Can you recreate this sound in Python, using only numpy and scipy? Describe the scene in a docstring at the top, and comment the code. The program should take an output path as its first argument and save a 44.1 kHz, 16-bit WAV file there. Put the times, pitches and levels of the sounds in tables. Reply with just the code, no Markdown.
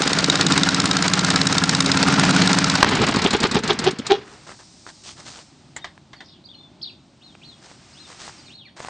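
"""A small single-cylinder engine is spun at steady speed on a board in the snow: tones locked to the cycle
throb in the exhaust, noise bursts and ringing make the knocks and clacks, over a whirr and far traffic.
It backfires once, a short blast of noise, then coasts down with ever slower chuffs of pulses and rasp, and stops.
Boots scuff the snow in grainy noise, a hand clacks parts of the machine, the snow crust snaps in short tones,
and birds chirp in the hedge with gliding two-voiced whistles."""
import sys
import numpy as np
from scipy import signal
from scipy.fft import rfft, irfft, next_fast_len
from scipy.io import wavfile
from scipy.ndimage import map_coordinates

SR = 44100
rng = np.random.default_rng(int(sys.argv[2]) if len(sys.argv) > 2 else 0)


def unload_wav(signal):
    """Save mono or channel-first audio to the path in sys.argv[1] as 16-bit WAV at rate SR, clipped to [-1, 1]."""
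    wavfile.write(
        sys.argv[1],
        SR,
        np.round(np.clip(np.atleast_2d(signal).T, -1, 1) * 32767).astype(np.int16),
    )


N = 392047
T = np.arange(N) / SR  # time of every sample, seconds
# the spun engine: length of a cycle and first clack in seconds, number of cycles
CYCLE_S, FIRST_S, CYCLES = .05579, .0195, 50
BANG_S = 2.8275  # the backfire
REST_S, STOP_S = 4.15, 4.29  # the shaft stands still; the last cycle would end here


def amp(db):
    """Turns decibels into a factor on the wave."""
    return 10 ** (np.asarray(db) / 20)


def unit(x):
    """Scales x to an rms of 1."""
    return x / np.sqrt(np.mean(x ** 2) + 1e-20)


def unit_while_spun(x):
    """Scales x so that its rms before the backfire is 1."""
    return x / np.sqrt(np.mean(x[T < BANG_S] ** 2))


def along(points, hz):
    """Joins (Hz, dB) points on a log pitch axis and gives the factor at each hz."""
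    f, v = np.transpose(points)
    return amp(np.interp(np.log(hz + 1), np.log(f + 1), v))


def gains(rows):
    """Gives one factor per sample for each dB column, near silent outside the table."""
    s, *columns = np.transpose(rows)
    return [amp(np.interp(T, s, c, left=-120, right=-120)) for c in columns]


def filtered(x, response):
    """Multiplies the spectrum of x by a response of frequency."""
    m = next_fast_len(N + SR // 2)
    return irfft(rfft(x, m) * response(np.fft.rfftfreq(m, 1 / SR)), m)[..., :N]


def noise(spectrum):
    """Makes random hiss with the given colour and an rms of 1."""
    return unit(filtered(rng.standard_normal(N), lambda hz: along(spectrum, hz)))


def wobble(rate):
    """Draws a smooth random curve through `rate` random points a second."""
    return map_coordinates(rng.standard_normal(int(N * rate / SR) + 4), [T * rate])


def add(out, s, x):
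    """Mixes x into out from time s in seconds."""
    part = out[max(round(s * SR), 0):][:len(x)]
    part += x[:len(part)]


def blow(t60, rise):
    """Shapes one blow: a quick rise, then a fall of 60 dB in t60 seconds; its top is 1."""
    t = np.arange(SR // 10) / SR
    env = amp(-60 * t / t60) * (1 - np.exp(-t / rise)) ** 2
    return env / env.max()


def train(blows, starts, scatter_db):
    """Lays out the loudness of blows that return in every cycle, each a little louder or softer."""
    env = np.zeros(N)
    for delay, db, t60 in blows:
        shape = blow(t60, rise=.0016)
        for s, size in zip(starts, rng.normal(0, scatter_db, CYCLES)):
            add(env, s + delay, amp(db + size) * shape)
    return env


def struck(modes, blows, starts, sizes_db):
    """Rings the same metal tones at every blow, each a little off in pitch and strength."""
    out, t = np.zeros(N), np.arange(SR // 20)[:, None] / SR
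    hz, level, t60 = np.transpose(modes)
    attack = (1 - np.exp(-t[:, 0] / 0.0011)) ** 2
    for delay, db, _ in blows:
        chances = rng.standard_normal((CYCLES, 3, len(modes)))
        for s, size, (gain, detune, phase) in zip(starts, sizes_db, chances):
            turn = 2 * np.pi * hz * (1 + .035 * detune) * t + 2 * phase
            ring = amp(level + 2.5 * gain - 60 * t / t60) * np.sin(turn)
            add(out, s + delay, amp(db + size) * ring.sum(axis=1) * attack)
    return out


def echoes(x, t60):
    """Smears x by a fading tail of random noise with energy 1."""
    t = np.arange(SR // 3) / SR
    tail = amp(-60 * t / t60) * rng.standard_normal(len(t))
    return signal.fftconvolve(x, tail / np.linalg.norm(tail))[:N]


# Low rumbling colour. Each row: pitch in Hz, relative strength in dB per Hz.
RUMBLE_COLOUR = [(20, -35.5), (53, -13), (125, 0.5), (210, 0), (320, -3), (450, -3.5), (700, -50)]


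def rumble():
    """Low noise that swells and sinks at random."""
    return amp(2.8 * wobble(40)) * noise(RUMBLE_COLOUR)


# Tones of the exhaust. Each row: multiple of the cycle rate, relative level in dB.
DRONE_TONES = [(5, -15), (6, -13), (8, -6), (9, -3), (10, 0), (11, -2), (12, -10), (14, -11), (15, -1),
               (16, -6), (17, -12), (18, -12)]
# One sharp push per cycle: place in the cycle and width in seconds, level in dB, fading time in seconds
PUSH_AT_S, PUSH_S, PUSH_DB, PUSH_UNTIL_S = -.012, .00065, -12, .5


def exhaust_throb(exhaust):
    """Exhaust pulses as multiples of the cycle rate, with rumble and, early on, a sharp push in each cycle."""
    turn = 2 * np.pi * (T - FIRST_S + .008) / CYCLE_S
    settle = .4 + 2.2 * np.exp(-T / .3)  # the tones waver more until the speed has settled
    drone = np.zeros(N)
    for k, db in DRONE_TONES:
        # the muffler spreads each pulse over the cycle: phase grows with the square of the multiple
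        spread = .6 * (k - 10) ** 2
        drone += amp(db + 2.2 * wobble(4.93)) * np.cos(k * turn + spread + settle * wobble(12))
    throb = exhaust * (unit(drone) + .4 * rumble())
    # seconds from the middle of the nearest push
    since = ((T - FIRST_S - PUSH_AT_S) / CYCLE_S + .5) % 1 * CYCLE_S - CYCLE_S / 2
    push = (1 - (since / PUSH_S) ** 2) * np.exp(-(since / PUSH_S) ** 2 / 2)
    return throb + amp(PUSH_DB + 2 * wobble(18)) * push / (1 + (T / PUSH_UNTIL_S) ** 6)


RING_DB = -5  # base level of the ringing in a blow
# Blows in each cycle. Each row: seconds after the clack, relative level in dB, time to fade by 60 dB in seconds.
BLOCK_KNOCKS = [(-.021, -1, 0.0067), (-.016, 0.5, 0.015), (-.0015, 3.5, 0.02)]
# Colour of the knocks. Each row: pitch in Hz, relative strength in dB per Hz.
BLOCK_COLOUR = [(300, -25), (700, -3.5), (1040, 2), (1390, 7.5), (1900, -4), (3500, -8)]
# Tones of the block. 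Each row: pitch in Hz, relative level in dB, time to fade by 60 dB in seconds.
BLOCK_TONES = [(804, -5.5, .03), (1040, -6.5, .04), (1381, 0, .05), (1603, -2, .03)]


def block_knocks(starts):
    """The engine block is knocked: bursts of dull noise and short ringing."""
    ring = unit_while_spun(struck(BLOCK_TONES, BLOCK_KNOCKS, starts, rng.normal(0, 2, CYCLES)))
    bursts = unit_while_spun(train(BLOCK_KNOCKS, starts, 3.0)) * noise(BLOCK_COLOUR)
    return amp(-3) * bursts + amp(RING_DB + 2) * ring


# Valve blows in each cycle. Each row: seconds after the clack, relative level in dB,
# time to fade by 60 dB in seconds.
VALVE_CLACKS = [(-.0004, 0, .012), (.018, -14, .015)]
# Colour of the clacks. Each row: pitch in Hz, relative strength in dB per Hz.
STEEL_COLOUR = [(900, -40.5), (2000, -2), (3100, -5), (3900, 5), (5300, 2), (6100, -5.5), (6800, 0.5),
                (8000, -5), (9500, -12)]
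# Tones of the valve gear. Each row: pitch in Hz, relative level in dB, time to fade by 60 dB in seconds.
STEEL_TONES = [(3772, 0, .016), (5197, -1, .014), (6740, -4, .012)]


def valve_clacks(starts):
    """Steel parts of the valve gear hit each other: bursts of bright noise and short ringing."""
    ring = unit_while_spun(struck(STEEL_TONES, VALVE_CLACKS, starts, np.zeros(CYCLES)))
    bursts = unit_while_spun(train(VALVE_CLACKS, starts, 1.3)) * noise(STEEL_COLOUR)
    return amp(-1) * bursts + amp(RING_DB) * ring


# Whirr between the blows. Each row: time in seconds, level in dB before its flutter.
WHIRR_LEVEL = [(0, -25), (1.85, -27), (2.2, -21), (2.5, -22.5), (2.8, -25.5), (2.95, -20), (3.12, -22),
               (3.4, -27), (3.85, -30), (4.02, -40.5), (4.17, -39), (4.3, -45), (4.45, -58.5)]
# Colour of the whirr. Each row: pitch in Hz, relative strength in dB per Hz.
GEAR_COLOUR = [(240, -7.5), (450, -2), (800, 0.5), (1800, 0), (3300, -5), (4700, -4.5), (6100, -9),
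               (8900, -23.5)]
# Swell in each coasting cycle: full depth in dB, share of the cycle, seconds to grow to full depth
BREATHE_DB, BREATHE_AT, BREATHE_S = 6, 0.38, 0.66
DULL_HZ = 4200  # the whirr is duller after the bang: its noise falls away above this pitch


def gear_whirr():
    """Chattering noise of the moving parts; after the bang it is duller, rumbles and swells in each cycle."""
    level, = gains(WHIRR_LEVEL)
    starts = [row[0] for row in COAST_CYCLES]
    cycle = np.interp(T, starts + [STOP_S], np.arange(len(starts) + 1))
    depth_db = BREATHE_DB * np.clip((T - BANG_S) / BREATHE_S, 0, 1)
    breathe = amp(depth_db * np.cos(2 * np.pi * (cycle - BREATHE_AT)))
    gears = noise(GEAR_COLOUR)
    dull = filtered(gears, lambda hz: 1 / np.sqrt(1 + (hz / DULL_HZ) ** 4))
    gears = np.where(T > BANG_S, dull, gears)
    board = (T > BANG_S) * amp(-3) * rumble()  # the freed engine shakes its board
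    chatter = amp(3.2 * wobble(110))  # loose parts chatter
    return level * breathe * (chatter * gears + board)


# The spun engine. Each row: time in seconds, then base levels in dB of exhaust, knocks and clacks.
RUN_LEVELS = [(0, -28, -29, -23.5), (.35, -25, -29, -23.5), (.5, -19, -24, -23.5), (.7, -24, -27.5, -24),
              (1.9, -23.5, -27, -23.5), (2.1, -18.5, -23.5, -31), (2.4, -18, -24, -26.5),
              (2.55, -21.5, -25, -23.5), (2.81, -24.5, -24.5, -24.5)]


def engine():
    """The spun engine: throb, knocks and clacks keep the beat of one shaft, and the parts whirr."""
    exhaust, knock, clack = gains(RUN_LEVELS)
    slack = rng.normal(0, .0004, CYCLES)  # slack in the valve gear, seconds
    starts = FIRST_S + CYCLE_S * np.arange(CYCLES) + slack
    blows = knock * block_knocks(starts) + clack * valve_clacks(starts)
    return exhaust_throb(exhaust) + blows + gear_whirr()


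# Far traffic and hiss. Each row: pitch in Hz, relative strength in dB per Hz.
AIR_COLOUR = [(25, -22), (60, -1.5), (140, 4.5), (360, -1.5), (475, -17), (540, -9), (800, -9.5),
              (1800, -22.5), (4200, -18.5), (8900, -36)]


def far_air():
    """Far traffic and hiss as slowly wavering noise: one part for the middle, a weaker one for the sides."""
    level = amp(-52 + 1.2 * wobble(5))
    return level * noise(AIR_COLOUR), amp(-20.5) * level * noise(AIR_COLOUR)


# Colour of blast and puffs. Each row: pitch in Hz, relative strength in dB per Hz.
BLAST_COLOUR = [(60, -31.5), (150, 0), (1060, 3.5), (2600, -9), (4400, -10.5), (8900, -23)]
BANG_DB = 1.5
AFTER_S, AFTER_DB = 0.017, -11  # echo of the bang: seconds after the bang, dB against the bang


def backfire():
    """Unburnt gas goes off in the muffler: a short broad blast of noise and a weaker echo of it."""
    env = np.zeros(N)
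    add(env, BANG_S, amp(BANG_DB) * blow(0.016, rise=0.001))
    add(env, BANG_S + AFTER_S, amp(BANG_DB + AFTER_DB) * blow(0.012, rise=0.0011))
    return env * noise(BLAST_COLOUR)


# Coasting cycles. Each row: valve clack in seconds, clack level in dB, chuff in seconds,
# pop level in dB, flutter level in dB, flutter pitch in Hz. Levels are before flicker and echoes.
COAST_CYCLES = [(2.872, -32.5, 2.889, -13.5, -19.5, 400), (2.934, -33, 2.955, -12.5, -20, 400),
                (2.998, -31, 3.014, -13, -16, 400), (3.0654, -21.5, 3.088, -9, -16, 400),
                (3.1388, -27, 3.164, -7, -17, 400), (3.2174, -20, 3.245, -4, -6, 385),
                (3.3054, -19.5, 3.334, -9.5, -7, 408), (3.4017, -21, 3.436, -4, -9, 414),
                (3.5114, -21, 3.551, -6, -7, 414), (3.6351, -24, 3.685, -24.5, -6, 376),
                (3.7884, -20, 3.85, -23.5, -6, 385), (3.9851, -31, 4.086, -30.5, -4, 403)]
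# Dull thuds of each coasting cycle. Each row: share of the cycle, level in dB.
THUD_PLACES = [(.012, -14), (.7, -24)]
# Pitch in Hz, length in seconds, rasp in dB against the tone
THUD_HZ, THUD_S, THUD_RASP_DB = 226, .019, -20.5
POP_HZ, POP_S, POP_RASP_DB = 225, .012, -19
# Flutter: seconds after the pop, length as a share of the cycle, rasp in dB against the tone
FLUTTER_LAG_S, FLUTTER_SHARE, FLUTTER_RASP_DB = .011, .15, -14.5
# The flutter starts again: step as a share of the cycle, length factor, dB change each time
REBOUND_SHARE, REBOUND_LONG, REBOUND_DB = 0.11, .75, -8.5


def coast_ends():
    """Each coasting cycle ends where the next one starts."""
    return [row[0] for row in COAST_CYCLES[1:]] + [STOP_S]


def strokes():
    """Lists thuds, pop and rebounding flutter: start in s, level in dB, pitch in Hz, length in s, rasp in dB."""
    rows = []
    for (s, _, chuff, pop_db, flutter_db, flutter_hz), end in zip(COAST_CYCLES, coast_ends()):
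        cycle = end - s
        for share, db in THUD_PLACES:
            if s + share * cycle < REST_S:
                rows.append((s + share * cycle, db, THUD_HZ, THUD_S, THUD_RASP_DB))
        rows.append((chuff, pop_db, POP_HZ, POP_S, POP_RASP_DB))
        for k in range(3):
            start = chuff + FLUTTER_LAG_S + k * REBOUND_SHARE * cycle
            length = FLUTTER_SHARE * cycle * (REBOUND_LONG if k else 1)
            rows.append((start, flutter_db + k * REBOUND_DB, flutter_hz, length, FLUTTER_RASP_DB - 5 * k))
    return rows


def suction_strokes():
    """A few sharp suction pulses per stroke, and the loudness of the rasp they open and close."""
    tone, rasp = np.zeros((2, N))
    for s, db, hz, length, rasp_db in strokes():
        t = np.arange(round(length * SR)) / SR
        swell = amp(db) * np.sin(np.pi * (t / length) ** 0.85) ** 1.4
        hz = hz * rng.normal(1, .008)  # pitch scatters from stroke to stroke
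        turn = 2 * np.pi * hz * (t - .4 * length) + .35 * wobble(120)[:len(t)]
        over = amp(rasp_db + 8.5)  # a harsh flap has a strong overtone too
        add(tone, s, -.6 * swell * (np.cos(turn) + over * np.cos(2 * turn)))
        add(rasp, s, swell * amp(rasp_db) * (1 + np.cos(turn)))
    return tone, rasp


# Muffler tone: pitch in Hz, time to fade by 60 dB in seconds, level in dB against the pop
THUMP_HZ, THUMP_T60, THUMP_DB = 190, .045, -15


def pop_thumps():
    """The muffler rings on after each pop: a short fading tone, and the loudness of a puff."""
    thump, puff = np.zeros((2, N))
    t = np.arange(SR // 10) / SR
    for _, _, chuff, pop_db, *_ in COAST_CYCLES:
        fade = amp(pop_db + THUMP_DB - 60 * t / THUMP_T60)
        add(thump, chuff + POP_S / 2, fade * np.sin(2 * np.pi * THUMP_HZ * t))
        add(puff, chuff + POP_S / 3, amp(pop_db - 8) * blow(.012, rise=.0003))
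    return thump, puff


# Later clacks of a coasting cycle. Each row: share of the cycle, level in dB.
LATER_CLACKS = [(.264, -22), (.605, -28)]


def coasting_clacks():
    """The valves still clack until the shaft rests: steel noise with a softer knock of the block."""
    env = np.zeros(N)
    for (s, db, *_), end in zip(COAST_CYCLES, coast_ends()):
        for share, level_db in [(0.0011, db)] + LATER_CLACKS:
            start = s + share * (end - s)
            if start < REST_S:
                add(env, start, amp(level_db) * blow(.04, rise=.001))
    return env * (noise(STEEL_COLOUR) + amp(-5.5) * noise(BLOCK_COLOUR))


# Colour of the rasp. Each row: pitch in Hz, relative strength in dB per Hz.
RASP_COLOUR = [(600, -14.5), (1300, 0), (1900, -11.5), (2300, -2.5), (2700, -9.5), (3300, 3.5),
               (3900, -7.5), (5000, -8), (6000, -15.5), (9000, -46.5)]


def coasting():
    """Ever slower chuffs: flickering suction pulses, rasp and puffs, with clacks and echoes."""
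    tone, rasp = suction_strokes()
    thump, puff = pop_thumps()
    out = (tone + thump) * amp(2.2 * wobble(250))
    out = out + rasp * amp(4 * wobble(500) - 3) * noise(RASP_COLOUR)
    out = out + puff * noise(BLAST_COLOUR) + coasting_clacks()
    rattle = amp(-11) * echoes(out, t60=0.09)  # housing and board rattle on
    hedge = amp(-22.5) * echoes(out, t60=0.4)  # the hedge answers
    return out + rattle + hedge


# Steady rustle under the steps. Each row: time in seconds, level of the high part and of the low part in dB.
RUSTLE_LEVELS = [(4.1, -65, -62), (4.5, -49, -55.5), (4.7, -50, -63), (5.4, -49.5, -59.5),
                 (5.55, -58.5, -62), (6.6, -74, -74.5), (7.1, -65.5, -67.5), (7.6, -57, -59.5),
                 (8.3, -46.5, -48.5), (8.52, -54.5, -57.5), (8.6, -74, -73)]
# Colour of the high rustle. Each row: pitch in Hz, relative strength in dB per Hz.
CLOTH_COLOUR = [(2500, -25), (3800, -5.5), (5200, -0.5), (6500, -5.5), (8900, -9.5)]


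def rustle():
    """Cloth and boots rustle: a bright and a lower noise that follow the table."""
    high, low = gains(RUSTLE_LEVELS)
    low_noise = noise([(500, -7.5), (1200, -1), (3000, -2), (5000, -14)])
    return high * noise(CLOTH_COLOUR) + low * low_noise


# Boots and cloth. Each row: start and length in seconds, base level of crunch and of low part in dB.
SCUFFS = [(4.24, 0.23, -53.5, -51.5), (4.466, .09, -46, -42.5), (4.59, .05, -52.5, -49),
          (4.864, 0.06, -46, -47.5), (5.036, 0.11, -39, -50.5), (5.164, 0.09, -48, -49),
          (5.251, 0.1, -41, -47.5), (5.335, .1, -45, -48.5), (7.616, 0.15, -49, -51.5),
          (8.069, 0.12, -48.5, -51), (8.19, 0.13, -40.5, -44), (8.762, 0.32, -44, -43)]
# Colour of the crunch. Each row: pitch in Hz, relative strength in dB per Hz.
SNOW_COLOUR = [(1200, -19), (2000, -5), (4300, 1.5), (6600, -1), (8900, -6.5)]


def snow_scuffs():
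    """Snow crunches in dense grains: noise that swells per step and flickers very fast."""
    crunch, low = np.zeros((2, N))
    for s, length, db, low_db in SCUFFS:
        swell = np.sin(np.pi * np.linspace(0, 1, round(length * SR)) ** 0.55) ** 0.7
        add(crunch, s, amp(db) * swell)
        add(low, s, amp(low_db) * swell)
    grit = amp(3.5 * wobble(1200) + 1.3 * wobble(60))
    low_noise = noise([(200, -8), (800, -0.5), (1800, -4.5), (3500, -25)])
    return grit * (crunch * noise(SNOW_COLOUR) + low * low_noise)


# Sharp snaps of snow crust and small ticks. Each row: start in seconds, level of the tone in dB, pitch in Hz.
CRUST_SNAPS = [(4.866, -27, 1400), (5.092, -28, 3270), (5.359, -34, 3360), (5.390, -32, 3000),
               (5.978, -36, 1680), (7.352, -34, 2500), (7.714, -34, 590), (8.102, -33, 1000),
               (8.128, -32, 1400), (8.279, -26, 872), (8.295, -30, 832), (8.803, -20.5, 746),
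               (8.848, -21, 851), (8.885, -20, 794)]


def crust_snaps():
    """Each snap is a tone of a few milliseconds with a dull crack of noise."""
    tone, crack = np.zeros((2, N))
    t = np.arange(SR // 10) / SR
    for s, db, hz in CRUST_SNAPS:
        add(tone, s, -amp(db) * amp(-60 * t / 0.007) * np.sin(2 * np.pi * hz * t))
        add(crack, s, amp(db - 7 - 60 * t / .012))
    return tone + crack * noise([(300, -10), (900, 0), (1800, -2), (4500, -18)])


# Parts under a hand. Each row: start in seconds, level of the body in dB, base level of the top in dB.
HAND_CLACKS = [(5.7629, -30, -29), (5.843, -27.5, -54.5), (6.1307, -36, -64.5), (6.2048, -35, -70.5)]
# Colour of the body. Each row: pitch in Hz, relative strength in dB per Hz.
PARTS_COLOUR = [(450, -6), (850, 0), (1400, -5), (2000, 4), (2500, -12), (3200, -4), (4500, -8.5),
                (9000, -28)]


def hand_clacks():
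    """Parts clack dryly under a hand: a body that fades fast, then slower, and a bright top."""
    body, top = np.zeros((2, N))
    for s, db, top_db in HAND_CLACKS:
        add(body, s, amp(db) * (blow(0.04, rise=0.0006) * .6 + .4 * blow(0.18, rise=0.00096)))
        add(top, s, amp(top_db) * blow(0.054, rise=0.00043))
    top_noise = noise([(3500, -33), (5400, -10.0), (7300, 11.0), (9000, -1)])
    return body * noise(PARTS_COLOUR) + top * top_noise


def person():
    """Someone on the snow: rustle, scuffs, snaps and clacks together."""
    return rustle() + snow_scuffs() + crust_snaps() + hand_clacks()


# Chirps. Each row: start, rise and fall in seconds, first, top and last pitch in Hz,
# rough level at the top in dB.
CHIRPS = [(5.815, 0.01, 0.036, 3700, 3730, 3430, -50), (6.155, .01, .035, 4510, 4550, 4170, -52),
          (6.19, .015, 0.028, 3310, 3650, 3500, -50), (6.44, 0.016, 0.02, 3890, 4800, 3580, -46),
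          (6.487, .013, 0.048, 3290, 3710, 2870, -45.5), (6.545, 0.0094, 0.04, 4110, 4240, 4070, -47),
          (6.575, 0.017, .1, 3396, 3590, 3450, -53), (6.812, .012, .008, 3000, 5490, 4570, -37.5),
          (6.825, 0.0042, 0.027, 4600, 4630, 4310, -39.5), (6.83, .005, 0.023, 4200, 4250, 2780, -39),
          (6.855, 0.0047, 0.048, 3910, 3994, 2280, -38), (7.21, 0.03, 0.092, 2650, 4320, 3100, -50),
          (7.415, .045, 0.086, 2500, 4500, 3200, -46), (7.916, 0.038, .005, 3900, 5250, 5300, -51),
          (7.945, 0.066, 0.055, 2810, 4200, 3400, -48.5), (8.38, 0.0049, 0.09, 4900, 4960, 2050, -49),
          (8.455, .005, 0.031, 4400, 4440, 3330, -50), (8.48, 0.078, 0.13, 2400, 4360, 1560, -47),
          (8.65, .005, 0.047, 4520, 4500, 2900, -54)]
# Far twitter. Each row: start, rise and fall in seconds, first, top and last pitch in Hz,
# rough level at the top in dB.
FAR_TWITTER = [(6.235, .02, 0.099, 4600, 5100, 4580, -54), (6.28, 0.01, 0.094, 3800, 3930, 3080, -52.5)]
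CHIRP_BLUR_HZ, TWITTER_BLUR_HZ = 35, 350  # size of the pitch jitter; distance blurs the twitter
THROAT_HZ, THROAT_DB = 3700, 3  # the throat favours this pitch
FADE_IN_DB, FADE_OUT_DB = -6, -5  # level at the ends of a chirp, below its top
# A second voice runs below the first by this share of the rise, then joins it; its level against the first
SPLIT, SECOND_DB = .2, -5


def birds():
    """Two-voiced whistles glide up to a rounded top and down, loudest near the throat's pitch; a hedge echoes."""
    out = np.zeros(N)
    for rows, blur_hz in [(CHIRPS, CHIRP_BLUR_HZ), (FAR_TWITTER, TWITTER_BLUR_HZ)]:
        for s, rise, fall, from_hz, top_hz, to_hz, db in rows:
            t = np.arange(0, rise + fall, 1 / SR)
            up = np.clip(1 - t / rise, 0, 1)  # 1 at the start, 0 at the top
            down = np.clip((t - rise) / fall, 0, 1)  # 0 at the top, 1 at the end
            climb = (from_hz - top_hz) * np.sin(np.pi / 2 * up) ** 2
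            drop = (to_hz - top_hz) * down ** 1.3
            glide = top_hz + climb + drop + blur_hz * wobble(1500)[:len(t)]
            below = glide - SPLIT * (top_hz - from_hz) * (1 - down) * (1 - up / 2)
            edge = np.clip(np.minimum(t, rise + fall - t) / 0.0023, 0, 1)
            throat_db = THROAT_DB * np.exp(-((glide - THROAT_HZ) / 400) ** 2)
            level = amp(db + FADE_IN_DB * up + FADE_OUT_DB * down + throat_db - THROAT_DB / 2)
            first, second = 2 * np.pi * np.cumsum([glide, below], axis=1) / SR
            add(out, s, edge * level * (np.sin(first) + amp(SECOND_DB) * np.sin(second)))
    out = out * amp(3.4 * wobble(250))
    return out + amp(-4) * echoes(out, t60=.3)


def scene():
    """The engine sits dead centre; birds, air and person differ a little between left and right."""
    machine = engine() + backfire() + coasting()
    air_mid, air_side = far_air()
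    hand, far = person(), birds()
    mid = machine + hand + far + air_mid
    side = amp(-8.5) * echoes(far, t60=0.072) + amp(-31.0) * echoes(hand, t60=.03) + air_side
    return np.array([mid + side, mid - side])


TOP_HZ = 8950  # nothing is kept above this pitch


def record(dry):
    """The microphone loses deep bass, the input rounds off peaks near full scale, the top is cut."""
    heard = filtered(dry, lambda hz: (1j * hz / (22 + 1j * hz)) ** 2)
    rounded = heard / (1 + np.abs(heard) ** 8) ** (1 / 8)
    return np.clip(filtered(rounded, lambda hz: hz < TOP_HZ), -1, 1)


dry = scene()
out = record(dry)
unload_wav(out)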